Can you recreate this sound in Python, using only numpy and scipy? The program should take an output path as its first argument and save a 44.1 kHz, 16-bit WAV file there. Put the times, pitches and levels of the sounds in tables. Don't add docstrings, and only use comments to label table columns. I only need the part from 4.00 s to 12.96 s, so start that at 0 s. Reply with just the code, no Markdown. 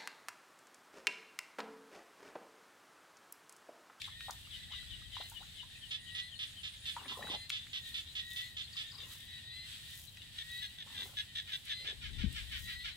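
import sys
import numpy as np
from scipy import signal
from scipy.io import wavfile

SR = 44100
rng = np.random.default_rng(int(sys.argv[2]) if len(sys.argv) > 2 else 0)


def materialize(psi):
    bounded = np.clip(np.atleast_2d(psi).T, -1, 1)
    quanta = np.round(bounded * 32767).astype(np.int16)
    wavfile.write(sys.argv[1], SR, quanta)


N = 395136
TIME = np.arange(N) / SR

# frequency in Hz, relative level in dB.
RUMBLE_TONE = [(20, -13), (90, 2.5), (200, -11.5), (420, -26.5), (900, -27), (2500, -41.5)]
CHORUS_TONE = [(1300, -17.5), (1870, -4.5), (2200, -9.5), (3200, 1), (3800, 1), (4500, -6), (5800, -15.5),
               (7200, -14.5), (7900, -7.5), (8600, -13), (15500, -23.5)]
# start in seconds, level in dB.
FAR_CROAKS = [(0, -54), (0.5, -58), (0.7, -53), (.89, -59.5), (1.15, -51.5), (1.55, -58), (4.98, -55)]
# frequency in Hz, relative level in dB.
FIRST_THROAT_TONE = [(1200, -25), (1900, -9), (2300, -11), (2900, -3.5), (3380, 1.5), (3510, 10.5),
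                     (3640, 0), (4000, -3), (4400, -10), (5400, -16), (7000, -28)]
SECOND_THROAT_TONE = [(1350, -23.5), (1720, -3.5), (2200, -7), (2400, -10.5), (3050, -3.5), (3480, 8.5),
                      (3900, 2), (4300, -11), (5200, -15), (6000, -17.5), (7300, -26.5)]
THIRD_THROAT_TONE = [(1150, -16), (1450, -2), (2100, 1), (3400, 7.5), (4000, -1), (5000, -9.5),
                     (7000, -18.5)]
FIRST_CROAK_STARTS = [1.909, 2.15, 2.391, 2.633, 2.856, 3.081, 3.299, 3.518, 3.732, 3.943, 4.153, 4.362,
                      4.568, 4.768]
# start in seconds, level in dB.
SECOND_CROAKS = [(6.383, -43.5), (6.619, -44.5), (6.783, -48.5), (6.946, -44.5), (6.99, -45),
                 (7.170, -39.5), (7.352, -39.5), (7.521, -41.5), (7.695, -40), (7.87, -40.5)]
# start in seconds, level in dB, strongest frequency in Hz.
WET_SNAPS = [(0.017, -31, 3150), (0.207, -33, 2390), (0.308, -31.5, 6200), (1.298, -41.5, 9250),
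             (3.495, -34, 4470), (3.5016, -24, 2670), (3.668, -43.5, 2000), (6.171, -41.5, 2330),
             (7.654, -45, 9000), (8.328, -45, 9000)]
# start in seconds, level in dB, starting pitch in Hz, length in seconds.
MUD_SQUELCHES = [(.072, -52, 897, 0.028), (.294, -38, 827, 0.0097), (0.697, -62, 773, .045),
                 (1.199, -48, 640, 0.0223), (1.399, -57, 652, 0.044)]
# start in seconds, level in dB, starting pitch in Hz, fade in seconds.
MUD_PLOPS = [(0.283, -34.5, 767, 0.031), (0.734, -44, 1150, 0.023), (1.167, -31, 990, 0.016),
             (1.317, -49.5, 850, 0.1), (1.63, -52, 944, 0.07), (2.965, -31, 894, 0.059),
             (3.121, -40, 944, .05), (3.19, -39, 554, 0.044), (3.225, -36.5, 1774, 0.072),
             (3.271, -34, 1520, 0.019), (3.297, -34.5, 297, 0.039), (3.333, -33, 167, 0.041),
             (3.335, -37, 763, 0.042), (4.755, -54, 1117, .08), (4.94, -56, 1050, 0.073)]
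# start in seconds, length in seconds, level in dB, middle bubble pitch in Hz.
WATER_SLOSHES = [(2.955, 0.21, -57.5, 1100), (3.167, 0.2, -54, 703), (4.917, 0.26, -68.5, 1186),
                 (6.86, 0.28, -67, 940), (6.961, 0.11, -67.5, 277), (7.794, 0.14, -66.5, 480)]
# first start in seconds, length in seconds, starting pitch in Hz,
# first level in dB, growth per call in dB, third harmonic compared with the sixth in dB.
WHINING_FROGS = [(1.06, .23, 662, -51.5, 1.7, -7.5), (1.98, .31, 618, -54.5, .3, 4.5),
                 (2.13, .18, 692, -56, .6, -14)]
# start in seconds, starting pitch in Hz, level in dB.
WHINE_REPLIES = [(.14, 616, -47.5), (.69, 654, -49), (3.18, 647, -48.5), (3.78, 624, -50.5),
                 (4.16, 639, -51), (5.26, 642, -49.5), (5.41, 624, -50.5), (5.77, 616, -56),
                 (6.48, 638.6, -45), (6.93, 665, -52.5), (8.21, 615, -55.5), (8.62, 659.5, -45)]
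# loudest moment in seconds, level in dB.
LEAF_RUSTLES = [(.33, -63.5), (1.3, -62), (3.2, -60.5), (3.89, -62.5), (4.37, -58.5), (5.13, -58.5),
                (5.97, -56), (6.57, -60), (7.06, -60), (7.57, -63.5), (8.65, -56)]
# frequency in Hz, relative level in dB.
LEAF_TONE = [(2000, -33), (5000, -7), (8500, -6), (15000, -7)]
WIND_TONE = [(20, -19), (45, 6.5), (70, 5), (230, -17), (400, -29.5)]
# loudest moment in seconds, seconds to swell or fade by about 9 dB, level in dB.
WIND_GUSTS = [(.92, 0.51, -53), (8.15, 0.13, -44), (8.253, 0.068, -32), (8.66, 0.16, -45.5)]
# pitch in Hz, level in dB, fade in seconds.
THUMP_NOTES = [(78.3, -21.5, 0.23), (122.4, -27, 0.16), (199, -12.5, 0.044)]
# start in seconds, number of chips.
BIRD_RUNS = [(4.722, 3), (4.908, 3)]


def amp(db):
    return 10 ** (np.asarray(db) / 20)


def fade(t, t60):
    return amp(-60 * t / t60)


def evened(x):
    return x / np.sqrt(np.mean(x ** 2) + 1e-20)


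def clock(length):
    return np.arange(int(max(length, .005) * SR)) / SR


def add(mix, start, sound):
    part = mix[max(round(start * SR), 0):][:len(sound)]
    part += sound[:len(part)]


def drift(n, rate):
    knots = rng.standard_normal(int(n / SR * rate) + 4)
    return np.interp(np.arange(n) * rate / SR + 1, np.arange(len(knots)), knots)


def colour(x, points, size=8192):
    hz, db = np.transpose(points)
    octave = np.log2(abs(np.fft.fftfreq(size, 1 / SR)) + 1)
    octaves_outside = abs(octave - np.clip(octave, np.log2(hz[0]), np.log2(hz[-1])))
    gain = amp(np.maximum(np.interp(octave, np.log2(hz), db) - 24 * octaves_outside, -90))
    response = np.exp(np.conj(signal.hilbert(np.log(gain))))
    taps = np.fft.ifft(response).real[:size // 2]
    return signal.oaconvolve(x, taps / np.linalg.norm(taps))[:len(x)]


def noise_pair(points, alike):
    shared, left, right = rng.standard_normal((3, N))
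    sides = [np.sqrt(alike) * shared + np.sqrt(1 - alike) * own for own in (left, right)]
    return np.array([colour(side, points) for side in sides])


def place(x, pan_db, lag_ms, echo_db, t60):
    t = np.arange(SR // 3) / SR
    taps = rng.standard_normal((2, len(t))) * (rng.random((2, len(t))) < .1) * fade(t, t60)
    taps /= np.linalg.norm(taps, axis=1, keepdims=True)
    echoes = signal.oaconvolve(x[None], taps, axes=1)[:, :N]
    direct = np.array([np.roll(x, round(lag_ms * SR / 1000)), x])
    return (direct + amp(echo_db) * echoes) * amp([[pan_db / 2], [-pan_db / 2]])


def strewn(db, count):
    chances = rng.random((count, 2))
    return [((k + when) * N / SR / count, db - 10 * far) for k, (when, far) in enumerate(chances)]


def call_run(start, first_gap, final_gap, settle_calls, first_db, last_db, count):
    gaps = final_gap + (first_gap - final_gap) * np.exp(-np.arange(count) / settle_calls)
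    return list(zip(start + np.cumsum(gaps) - gaps, np.linspace(first_db, last_db, count)))


def whistles(rows, length, top_hz, end_hz, spread=0):
    out, t = np.zeros(N), clock(length)
    for start, db in rows:
        detune = 1 + spread * rng.standard_normal() + .0356 * drift(len(t), 466)
        hz = np.linspace(top_hz, end_hz, len(t)) * detune
        tone = np.sin(2 * np.pi * np.cumsum(hz) / SR)
        add(out, start, amp(db) * tone * 2 * signal.windows.hann(len(t)))
    return out


def far_field(rumble_db=-60, chorus_db=-55.5, throb_db=2.5):
    chorus = noise_pair(CHORUS_TONE, alike=.12) * amp(chorus_db + throb_db * drift(N, 16))
    chirps = whistles(strewn(db=-63.5, count=110), length=.045, top_hz=3550, end_hz=3300, spread=.1)
    rumble = amp(rumble_db) * noise_pair(RUMBLE_TONE, alike=.77)
    return rumble + chorus + place(chirps, pan_db=8, lag_ms=-.28, echo_db=6.5, t60=.1)


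def croaks(rows, throat, length, pitch_hz, sag, jitter, uneven_db, attack, release):
    pulses, t = np.zeros(N), clock(length + 2 * release)
    for start, db in rows:
        tuning, held, effort = np.exp(.06 * rng.standard_normal(3))
        rate = pitch_hz * tuning * (1 - sag * t / length + jitter * drift(len(t), 400))
        beats = np.diff(np.floor(np.cumsum(rate) / SR), prepend=-1) > 0
        rasp = evened(beats * amp(uneven_db * drift(len(t), 302.4)))
        swell = np.minimum((t + .014) / attack, 1)
        tail = np.exp(-2 * np.maximum(t - length * held, 0) / release)
        add(pulses, start, amp(db) * effort ** 2 * swell * tail * rasp)
    return colour(pulses, throat)


def croaking_frogs(first_db=-41):
    first = croaks([(start, first_db) for start in FIRST_CROAK_STARTS], FIRST_THROAT_TONE, length=.049,
                   pitch_hz=451, sag=.07, jitter=.045, uneven_db=2, attack=.001, release=.023)
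    second = croaks(SECOND_CROAKS, SECOND_THROAT_TONE, length=.046,
                    pitch_hz=429, sag=.075, jitter=.033, uneven_db=4, attack=.001, release=.004)
    third_run = call_run(start=7.47, first_gap=.189, final_gap=.158, settle_calls=3,
                         first_db=-51.5, last_db=-47.5, count=9)
    third = croaks(third_run, THIRD_THROAT_TONE, length=.053,
                   pitch_hz=457.6, sag=.17, jitter=.035, uneven_db=2.5, attack=.03, release=.05)
    far = croaks(FAR_CROAKS + strewn(db=-58.5, count=45), SECOND_THROAT_TONE, length=.07,
                 pitch_hz=447, sag=.072, jitter=.025, uneven_db=5.5, attack=.022, release=.011)
    return (place(first, pan_db=-4, lag_ms=.22, echo_db=-4, t60=.18)
            + place(second, pan_db=-.5, lag_ms=.48, echo_db=-4, t60=.099)
            + place(third, pan_db=1, lag_ms=.49, echo_db=3, t60=.11)
            + place(far, pan_db=1.5, lag_ms=0, echo_db=4.5, t60=.11))


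def snap(hz, t60=.018):
    t = clock(2 * t60)
    burst = colour(rng.standard_normal(len(t)) * fade(t, t60), [(.7 * hz, -3), (hz, 0), (4 * hz, -24)])
    return burst / abs(burst).max()


def squelch(hz, length, octaves=1.67, sputters_per_s=600, sputter_db=5):
    t = clock(length)
    pitch = hz * 2 ** (octaves * (t / length) ** 2 + .22 * drift(len(t), sputters_per_s))
    ring = np.sin(2 * np.pi * np.cumsum(pitch) / SR) * np.sin(np.pi * t / length)
    return ring * amp(sputter_db * drift(len(t), sputters_per_s))


def bubble(hz, t60, rise=7):
    t = clock(t60)
    return np.sin(2 * np.pi * hz * t * (1 + rise * t / 2)) * fade(t, t60) * np.minimum(t * hz / 2, 1)


def plop(hz, t60, smack_share=.25):
    t = clock(t60)
    smack = colour(rng.standard_normal(len(t)), [(hz, 0), (2 * hz, -6)]) * fade(t, t60)
    return bubble(hz, t60) * (1 - smack_share) + smack * smack_share


def wading(drip_count=11, dripping_s=1.8, drip_db=-54, lowest_drip_hz=1050):
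    out = np.zeros(N)
    for start, db, hz, t60 in MUD_PLOPS:
        add(out, start, amp(db) * plop(hz, t60))
    for start, db, hz, length in MUD_SQUELCHES:
        add(out, start, amp(db) * squelch(hz, length))
    for start, db, hz in WET_SNAPS:
        add(out, start, amp(db) * snap(hz))
    for start, length, db, hz in WATER_SLOSHES:
        add(out, start, amp(db) * gurgle(length, hz))
    for when, pitch in rng.random((drip_count, 2)):
        add(out, when * dripping_s, amp(drip_db) * bubble(lowest_drip_hz * 2 ** pitch, t60=.03))
    return place(out, pan_db=2.5, lag_ms=0, echo_db=-5.5, t60=.21)


def whine(length, pitch_hz, third_db, rise=.72, side_db=-16, flutter_db=2):
    t = clock(length)
    bend = rise * length * t
    phase = 2 * np.pi * np.cumsum(pitch_hz * (1 + bend + .005 * drift(len(t), 800))) / SR
    harmonics = {3: third_db, 4: side_db, 5: side_db, 6: 0, 7: side_db}
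    tone = sum(amp(db + flutter_db * drift(len(t), 87.4)) * np.sin(k * phase)
               for k, db in harmonics.items())
    return tone * np.sqrt(np.sin(np.pi * (t / length) ** 2))


def whining_frogs(cycle_s=2.19, faint_count=95, faint_db=-60):
    out = np.zeros(N)
    for first, length, hz, db, growth_db, third_db in WHINING_FROGS:
        for k, start in enumerate(np.arange(first, N / SR, cycle_s)):
            add(out, start, amp(db + k * growth_db) * whine(length, hz, third_db))
    for start, hz, db in WHINE_REPLIES:
        add(out, start, amp(db) * whine(length=.14, pitch_hz=hz, third_db=-5.5))
    for when, size, pitch in rng.random((faint_count, 3)):
        call = whine(length=.05 + .11 * size, pitch_hz=595 + 60 * pitch, third_db=-3.5)
        add(out, when * N / SR, amp(faint_db) * call)
    return place(out, pan_db=2.5, lag_ms=.46, echo_db=-10, t60=.35)


def leaves(swell_s=.11, grain_db=.5, catch_db=1, crackles_per_s=300, crackle_db=-3):
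    strength = sum(amp(db) * np.exp(-abs(TIME - peak) / swell_s) for peak, db in LEAF_RUSTLES)
    swish = noise_pair(LEAF_TONE, alike=.086) * amp(grain_db * drift(N, 600) + catch_db * drift(N, 25))
    ticks = rng.standard_normal(N) * (rng.random(N) < crackles_per_s / SR)
    crackle = amp(crackle_db) * colour(evened(ticks), LEAF_TONE)
    return (swish + crackle) * strength * amp([[2], [-2]])


def peeps():
    run = call_run(start=.51, first_gap=.185, final_gap=.27, settle_calls=5,
                   first_db=-55.5, last_db=-57, count=10)
    return whistles(run, length=.0776, top_hz=3260, end_hz=2820)


def wind(thump_s=8.238, attack_s=.0064):
    strength = sum(amp(db) * np.exp(-abs(TIME - peak) / swell) for peak, swell, db in WIND_GUSTS)
    gusts = colour(rng.standard_normal(N), WIND_TONE) * strength
    t = clock(.3)
    thump = sum(amp(db) * fade(t, t60) * np.sin(2 * np.pi * hz * t) for hz, db, t60 in THUMP_NOTES)
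    add(gusts, thump_s, thump * np.minimum(t / attack_s, 1))
    return gusts * amp([[0], [-16]])


def cricket(start, end, period, length, strokes_per_s, ring_hz, width_hz, db):
    strokes, t = np.zeros(N), clock(length)
    chirp = np.sin(np.pi * strokes_per_s * t) ** 2 * signal.windows.tukey(len(t), .5)
    for when in np.arange(start, end, period):
        swell = np.sin(np.pi * (.18 + .32 * (when - start) / (end - start)))
        add(strokes, when, swell * chirp)
    wing_tone = [(ring_hz - 2 * width_hz, -35), (ring_hz - width_hz / 2, 0),
                 (ring_hz + width_hz / 2, 0), (ring_hz + 2 * width_hz, -35)]
    return amp(db) * strokes * colour(rng.standard_normal(N), wing_tone)


def gurgle(length, hz, bubbles_per_s=150, octaves=.46, size_db=5, t60=.029, swish_db=-1):
    swarm = np.zeros(len(clock(length + t60)))
    n = len(swarm)
    for pitch, size in rng.standard_normal((int(length * bubbles_per_s) + 1, 2)):
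        ring = bubble(hz * 2 ** (octaves * pitch), t60, rise=14)
        add(swarm, length * rng.random(), amp(size_db * np.tanh(size)) * ring)
    lumps = rng.standard_normal(n) * amp(size_db * drift(n, bubbles_per_s)) * signal.windows.tukey(n)
    swish = colour(lumps, [(hz / 4.27, 3), (hz / 1.8, -11), (hz, 0), (hz * 3, -20)])
    return evened(evened(swarm) + amp(swish_db) * evened(swish))


def bird(gap_s=.033, db=-57):
    chips = [(start + k * gap_s, db) for start, count in BIRD_RUNS for k in range(count)]
    return whistles(chips, length=.027, top_hz=5320, end_hz=4180)


def scene():
    frogs = croaking_frogs()
    crickets = cricket(start=1.1, end=5.1, period=.15, length=.11,
                       strokes_per_s=79, ring_hz=6890, width_hz=360, db=-66.5)
    crickets += cricket(start=1.53, end=3.4, period=.114, length=.082,
                        strokes_per_s=120, ring_hz=9290, width_hz=520, db=-63)
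    frogs += whining_frogs()
    high_callers = place(peeps() + bird() + crickets, pan_db=10, lag_ms=0, echo_db=-5, t60=.23)
    return frogs + high_callers + wading() + leaves() + wind() + far_field()


def record(dry):
    treble_cut = signal.firwin(511, cutoff=15850, window=("kaiser", 9), fs=SR)
    return signal.oaconvolve(dry, treble_cut[None], "same")


dry = scene()
out = record(dry)
materialize(out)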